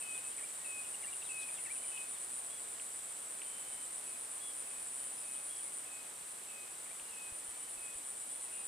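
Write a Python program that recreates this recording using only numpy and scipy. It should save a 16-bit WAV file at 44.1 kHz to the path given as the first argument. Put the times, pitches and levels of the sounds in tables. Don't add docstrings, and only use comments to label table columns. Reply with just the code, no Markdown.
import sys
import numpy as np
from scipy import signal
from scipy.fft import rfft, irfft, next_fast_len
from scipy.io import wavfile
from scipy.ndimage import uniform_filter1d, map_coordinates

SR = 44100
rng = np.random.default_rng(int(sys.argv[2]) if len(sys.argv) > 2 else 0)


def output_pcm(signal):
    pcm = np.clip(np.atleast_2d(signal).T, -1, 1) * 32767
    wavfile.write(sys.argv[1], SR, np.round(pcm).astype(np.int16))


def decibels_to_gain(level_db):
    exponent = np.asarray(level_db, float) / 20
    return 10 ** exponent


N = 382347

# last_stroke_s, peak_db
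NEAR_CHIRPS = [(.04, -46.5), (.193, -47.5), (.441, -47.5), (.593, -49.5), (1.442, -49), (1.787, -49),
               (1.935, -48), (2.254, -49.5), (2.404, -48.5), (2.553, -52.5), (2.746, -51), (5.389, -49),
               (5.679, -49.5), (5.793, -48.5), (5.885, -56), (6.455, -57), (6.915, -55.5), (8.601, -48.5)]
# last_stroke_s, peak_db
BRIGHT_CHIRPS = [(.077, -59), (.226, -59.5), (1.781, -49), (2.03, -51.5), (2.867, -57.5), (3.64, -59),
                 (3.99, -55), (4.497, -52.7), (4.959, -51.5), (5.344, -51.5), (5.671, -51.5), (5.831, -62),
                 (6.337, -59.5), (6.548, -62), (7.408, -56.5), (7.644, -57.5), (7.834, -56), (8.605, -55.5)]


def unit(x):
    return x / np.sqrt(np.mean(x ** 2) + 1e-20)


def along(points, hz):
    point_hz, value = np.transpose(points)
    return np.interp(np.log(hz + 1), np.log(point_hz + 1), value)


def curves(rows):
    s, *columns = np.transpose(rows)
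    t = np.arange(N) / SR
    return [np.interp(t, s, column) for column in columns]


def wobble(rate):
    knots = rng.standard_normal(int(N * rate / SR) + 4)
    return map_coordinates(knots, [np.arange(N) * rate / SR])


def rush(spectrum, alike):
    size = next_fast_len(N)
    hz = np.fft.rfftfreq(size, 1 / SR)
    likeness = np.clip(along(alike, hz), -.9, 1)
    z = rfft(rng.standard_normal((2, size))) * decibels_to_gain(along(spectrum, hz))
    side_gain = np.sqrt((1 - likeness) / (1 + likeness))
    mid, side = irfft(z * [np.ones(len(hz)), side_gain], size)[:, :N]
    return np.array([mid + side, mid - side]) / np.std(mid)


def add(out, s, sound, pan_db):
    part = out[:, round(s * SR):][:, :len(sound)]
    part += decibels_to_gain([[pan_db / 2], [-pan_db / 2]]) * sound[:part.shape[1]]


def tone(hz, db):
    return np.sqrt(2) * decibels_to_gain(db) * np.sin(2 * np.pi * np.cumsum(hz) / SR)


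def sing(rows, level_db=0):
    s, hz, db = np.transpose(rows)
    t = np.arange(s[0], s[-1], 1 / SR)
    note = tone(np.interp(t, s, hz), np.interp(t, s, db) + level_db)
    return note * signal.windows.tukey(len(t), .06)


def knocks(rows, cycles, pan_db):
    out = np.zeros((2, N))
    for s, db, hz in rows:
        u = np.arange(-3 * cycles, 3 * cycles, hz / SR)
        blip = -decibels_to_gain(db) * np.exp(-(u / cycles) ** 2) * np.cos(2 * np.pi * u)
        add(out, s - 3 * cycles / hz, blip, pan_db)
    return out


def strokes(cycles, sharp):
    return np.exp(sharp * (np.cos(2 * np.pi * cycles) - 1))


def wing(hz, cycles, slide_hz, sharp, rough_hz, rough_db):
    pitch = hz - slide_hz * np.sin(2 * np.pi * cycles) + rough_hz * wobble(500)
    ring = np.sin(2 * np.pi * np.cumsum(pitch) / SR)
    return unit(ring * strokes(cycles, sharp) * decibels_to_gain(rough_db * wobble(600)))


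def every_chirp(rows, number):
    s, db = np.transpose(rows)
    k = np.arange(number[-1] + 1)
    s, db = np.interp(k, number, s), np.interp(k, number, db)
    scatter_db = 1.0 * rng.standard_normal(len(s) + 1)
    return np.r_[s, s[-1] + .115], np.r_[db, db[-1]] + scatter_db


def swings(rows):
    db, = curves(rows)
    return db - db.mean()


def hush():
    # hz, density_db_per_hz
    colour = [(15, -44), (30, -16), (55, -7.5), (120, -6.5), (300, -1), (600, 0.87), (1100, -0.4),
              (1500, -2), (2500, -2.5), (3500, -4), (5000, -7.5), (7000, -5), (12000, -8), (15500, -12)]
    # time_s, level_db
    course = [(0.0, -61), (8.38, -62), (8.67, -62)]
    # hz, correlation_1
    likeness = [(60, 1), (110, 0.98), (200, 0.78), (380, .31), (700, -0.047), (1290, -0.14), (2380, 0.23),
                (4400, 0.54), (8120, 0.28), (10800, 0.93), (11100, 1)]
    level_db = curves(course)[0] + 6.5 + 0.16 * wobble(1.4)
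    return decibels_to_gain(level_db) * rush(colour, likeness)


def puffs():
    # time_s, peak_db, pitch_hz
    gusts = [
        (7.025, -66, 55.1),
        (7.324, -52, 65),
        (7.49, -62, 60.2),
        (7.78, -66, 45.1),
        (7.96, -58, 55),
        (8.62, -71, 55),
    ]
    return knocks(gusts, cycles=0.35, pan_db=2.0)


def rustle():
    # start_s, length_s, level_db
    bursts = [
        (1.415, 0.028, -61),
    ]
    # hz, density_db_per_hz
    leaf_colour = [(2500, -40), (3500, -2), (6500, 0), (8000, -40)]
    t = np.arange(N) / SR
    swell = 0
    for s, length, db in bursts:
        half = length / 2
        swell = swell + decibels_to_gain(db) * np.exp(-((t - s - half) / half) ** 4)
    return swell * rush(leaf_colour, [(4000, .8)])


def choir(band, rate, sharp, alike):
    cycles = np.cumsum(rate + 3 * wobble(8.1)) / SR
    flutter = unit(strokes(cycles, sharp) * decibels_to_gain(0.52 * wobble(5.8)))
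    return rush(band, [(9000, alike)]) * flutter


def chorus():
    # hz, density_db_per_hz
    low_band = [(6300, -37.5), (7000, -14), (7500, -5), (7850, 3.5), (8400, -1.5), (8800, -15), (9300, -39)]
    middle_band = [(8000, -42), (8500, -4), (8800, -7), (9050, -1), (9300, -6.5), (9600, -15), (10200, -48)]
    upper_band = [(8800, -35), (9200, 0), (9450, -1.5), (9950, -7.5), (10150, -10), (10400, -21),
                  (11000, -48)]
    thin_band = [(9800, -27), (10400, 0), (10800, 3), (11250, -0.5), (11500, -5), (12000, -35)]
    t = np.arange(N) / SR
    low = decibels_to_gain(-51 - 0.34 * t) * choir(low_band, rate=78, sharp=0.12, alike=0.8)
    middle_db = -51.5 + 0.48 * swings(NEAR_CHIRPS)
    middle = decibels_to_gain(middle_db) * choir(middle_band, rate=160, sharp=0.11, alike=0.59)
    upper_db = -55 + 0.57 * swings(BRIGHT_CHIRPS)
    upper = decibels_to_gain(upper_db) * choir(upper_band, rate=133, sharp=0.44, alike=.7)
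    thin = decibels_to_gain(-65.5) * rush(thin_band, [(9000, 1.0)]) * unit(strokes(126 * t, sharp=0.43))
    return low + middle + upper + thin


def level_whistles(out):
    # start_s, length_s, pitch_hz, peak_db
    level_notes = [(0.022, 0.059, 3000, -63), (.1, .05, 3020, -66), (0.592, 0.076, 1890, -66.5),
                   (.24, 0.05, 2570, -57), (1.745, .055, 3000, -67), (1.81, 0.216, 2990, -64),
                   (3.44, 0.42, 3052, -64), (3.65, .15, 2186, -71), (4.97, 0.11, 3035, -67.5),
                   (5.52, .11, 3005, -71), (5.645, 0.066, 2160, -66), (7.015, .165, 2810, -67.5),
                   (7.46, .24, 3026, -69), (8.52, 0.12, 2770, -62)]
    for start, length, hz, level_db in level_notes:
        rows = [(0, hz * (1 + 0.0123), -2.5), (0.8 * length, hz, 0), (length, hz, -1.5)]
        add(out, start, sing(rows, level_db), pan_db=5.0)


def arches_and_hooks(out):
    # start_s, length_s, top_hz, level_db
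    arches = [
        (2.497, 0.11, 3385, -64),
        (4.401, 0.12, 3380, -59),
        (5.485, 0.12, 3340, -61),
        (8.305, .1, 3440, -67),
        (5.17, .035, 5200, -65),
    ]
    # start_s, length_s, top_hz, peak_db
    hooks = [(.142, 0.046, 3700, -61), (.308, .035, 3460, -65), (.215, .03, 2300, -65),
             (1.1, .045, 4150, -65), (1.21, .022, 4150, -63), (1.238, .045, 4100, -60),
             (1.385, .055, 4180, -62), (1.535, 0.056, 3950, -64), (2.125, .055, 3980, -65)]
    # share_of_length, share_of_top_pitch, level_db
    arch_shape = [(0, .97, -6), (.2, .992, -1.5), (.45, 1, 0), (.8, .99, -1), (1, .965, -6)]
    hook_shape = [(0, .87, -7), (.25, 0.97, -0.5), (.5, .92, -0.5), (1, .74, -0.5)]
    for table, shape, pan_db in ((arches, arch_shape, 1.2), (hooks, hook_shape, 3)):
        for start, length, hz, level_db in table:
            add(out, start, sing(np.multiply(shape, [length, hz, 1]), level_db), pan_db)


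def slides_and_pips(out):
    # start_s, length_s, start_hz, end_hz, peak_db
    slides = [
        (5.36, 0.031, 3200, 3980, -64),
        (.375, .04, 2580, 2450, -62),
        (5.205, .045, 5150, 4400, -66),
    ]
    # start_s, middle_hz, peak_db
    pips = [(.842, 2890, -57), (.939, 2840, -54), (1.037, 2820, -51), (1.125, 2810, -51),
            (1.216, 2740, -51), (1.308, 2710, -52), (1.483, 2400, -55), (1.578, 2690, -55),
            (1.582, 2200, -59), (1.664, 2630, -54), (1.754, 2590, -55), (1.836, 2400, -54),
            (1.968, 2730, -54), (.494, 2480, -65), (5.343, 3010, -59)]
    glides = list(slides)
    for s, hz, db in pips:
        glides.append((s, .016, 1.03 * hz, .94 * hz, db))
    for start, length, start_hz, end_hz, db in glides:
        u = np.arange(0, length, 1 / SR) / length
        glide = tone(start_hz + (end_hz - start_hz) * u ** 1.5, db - 1.2)
        add(out, start, glide * np.sin(np.pi * u) ** .3, pan_db=3)


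def scooped_notes(out):
    # start_s, level_db
    scoops = [
        (.38, -59),
        (1.027, -57.5),
        (1.653, -54.5),
        (6.857, -64.5),
        (7.498, -70),
    ]
    # time_s, pitch_hz, level_db
    scoop_shape = [(0, 2396, 0), (.006, 2210, 1.5), (.016, 1913, -1), (.027, 1722, -4.5), (.04, 1933, -2),
                   (.053, 2300, 1), (.064, 2390, 6.5), (.072, 2390, -20)]
    for start, level_db in scoops:
        add(out, start, sing(scoop_shape, level_db), pan_db=6.0)


def long_whistles(out):
    # start_s, length_s, peak_db
    whistles = [(.009, .195, -49.5), (.643, .195, -50), (1.288, .185, -48), (1.915, .115, -51),
                (4.03, .16, -65), (4.66, .15, -64.5), (5.212, .21, -61.5), (5.851, .19, -59),
                (6.483, .185, -57), (7.122, .185, -56), (7.765, .185, -58.5), (8.45, .215, -63)]
    # share_of_length, pitch_hz, level_db
    whistle_shape = [(0, 2727, -14), (.03, 2670, -4), (.07, 2590, -5), (.5, 2533, -4), (.92, 2518, 0),
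                     (1, 2570, -17)]
    for start, length, level_db in whistles:
        note = sing(np.multiply(whistle_shape, [length, 1, 1]), level_db)
        add(out, start, note, pan_db=7.5)
        add(out, start + .075, decibels_to_gain(-12.5) * note, pan_db=5.0)


def birds():
    out = np.zeros((2, N))
    level_whistles(out)
    arches_and_hooks(out)
    slides_and_pips(out)
    scooped_notes(out)
    long_whistles(out)
    return out * decibels_to_gain(1.0 * wobble(45))


def ticks():
    # time_s, peak_db, pitch_hz
    snaps = [(1.4185, -46, 5320), (1.428, -47, 6560), (1.431, -44, 4330), (1.977, -39, 2900),
             (2.7992, -38.5, 2780), (3.4186, -37, 2610), (3.422, -42, 2500), (5.5635, -46, 5300),
             (5.567, -46, 5500), (5.571, -49, 5300), (6.9985, -40, 2850), (8.032, -45, 6260)]
    return knocks(snaps, cycles=1.35, pan_db=1.1)


def low_singer():
    # peak_s, peak_db
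    throbs = [(.035, -51.5), (1.313, -50), (1.536, -54), (1.672, -52.5), (2.343, -49), (2.706, -53),
              (4.073, -49.5), (4.161, -52.5), (4.642, -54.7), (4.764, -48.7), (5.797, -54), (6.382, -56),
              (8.436, -49.4), (8.547, -52)]
    throb_count = [0, 11, 13, 14, 20, 23, 35, 36, 39, 40, 49, 53, 71, 72]
    t = np.arange(N) / SR
    peak, db = every_chirp(throbs, throb_count)
    k = np.searchsorted((peak[1:] + peak[:-1]) / 2, t)
    lag = t - peak[k]
    throb = np.exp(-(lag / np.where(lag < 0, .026, .019)) ** 2)
    cycles = np.cumsum(142 + 8 * wobble(3.7)) / SR
    ring = wing(7900, cycles, slide_hz=90, sharp=0.5, rough_hz=95, rough_db=2.2)
    return decibels_to_gain(db[k] + 0.1) * throb * ring * decibels_to_gain([[-.3], [.3]])


def chirps(last, db, rate, **mode):
    t = np.arange(N) / SR
    stop = last + .007
    k = np.minimum(np.searchsorted(stop, t), len(stop) - 1)
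    since = t - np.r_[stop[0] - .12, stop][k]
    swell = np.clip((since - .016) / 0.032, 0, 1) * decibels_to_gain(-30 * np.abs(stop[k] - .035 - t))
    envelope = uniform_filter1d(swell * decibels_to_gain(db[k]), size=250)
    return envelope * wing(cycles=(t - last[k]) * rate[k], **mode)


def near_singer():
    near_count = [0, 1, 3, 4, 11, 14, 15, 18, 19, 20, 22, 43, 45, 46, 47, 52, 57, 71]
    bright_count = [0, 1, 14, 16, 23, 29, 32, 36, 40, 43, 45, 46, 50, 51, 59, 60, 62, 67]
    # time_s, rate_hz
    stroke_rate = [(0, 135), (1.8, 130.5), (2.45, 130), (2.75, 140), (3.3, 135), (5.8, 132.5), (7.1, 130),
                   (8.6, 131)]
    last, db = every_chirp(NEAR_CHIRPS, near_count)
    rate = np.interp(last, *np.transpose(stroke_rate))
    lower = chirps(last, db, rate, hz=9020, slide_hz=150, sharp=1.4, rough_hz=105, rough_db=1.2)
    last, db = every_chirp(BRIGHT_CHIRPS, bright_count)
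    rate = np.full(len(db), 132)
    upper = chirps(last, db + 3, rate, hz=9500, slide_hz=380, sharp=1.9, rough_hz=140, rough_db=1.4)
    return decibels_to_gain(2.0) * lower * decibels_to_gain([[.4], [-.4]]) + upper * decibels_to_gain([[.6], [-.6]])


def echoes(x):
    # delay_s, left_db, right_db
    paths = [
        (.011, -14, -10.5),
        (0.02, -13, -33),
        (0.035, -23, -21),
        (.064, -15, -18),
    ]
    out = np.zeros((2, N))
    for s, left_db, right_db in paths:
        late = np.pad(x, ((0, 0), (round(s * SR), 0)))[:, :N]
        out += decibels_to_gain([[left_db], [right_db]]) * late
    return out


def scene():
    background = hush() + puffs() + rustle() + chorus()
    calls = birds() + ticks()
    singers = low_singer() + near_singer()
    wet = echoes(decibels_to_gain(-2.0) * calls + decibels_to_gain(-4.0) * singers)
    return background + calls + singers + wet


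def band_limit(x):
    return signal.sosfilt(signal.butter(12, 16490, fs=SR, output="sos"), x)


def record(dry):
    passed = np.fft.rfftfreq(N, 1 / SR) < 15480
    kept = irfft(rfft(dry) * passed, N)
    return band_limit(kept)


dry = scene()
out = record(dry)
output_pcm(out)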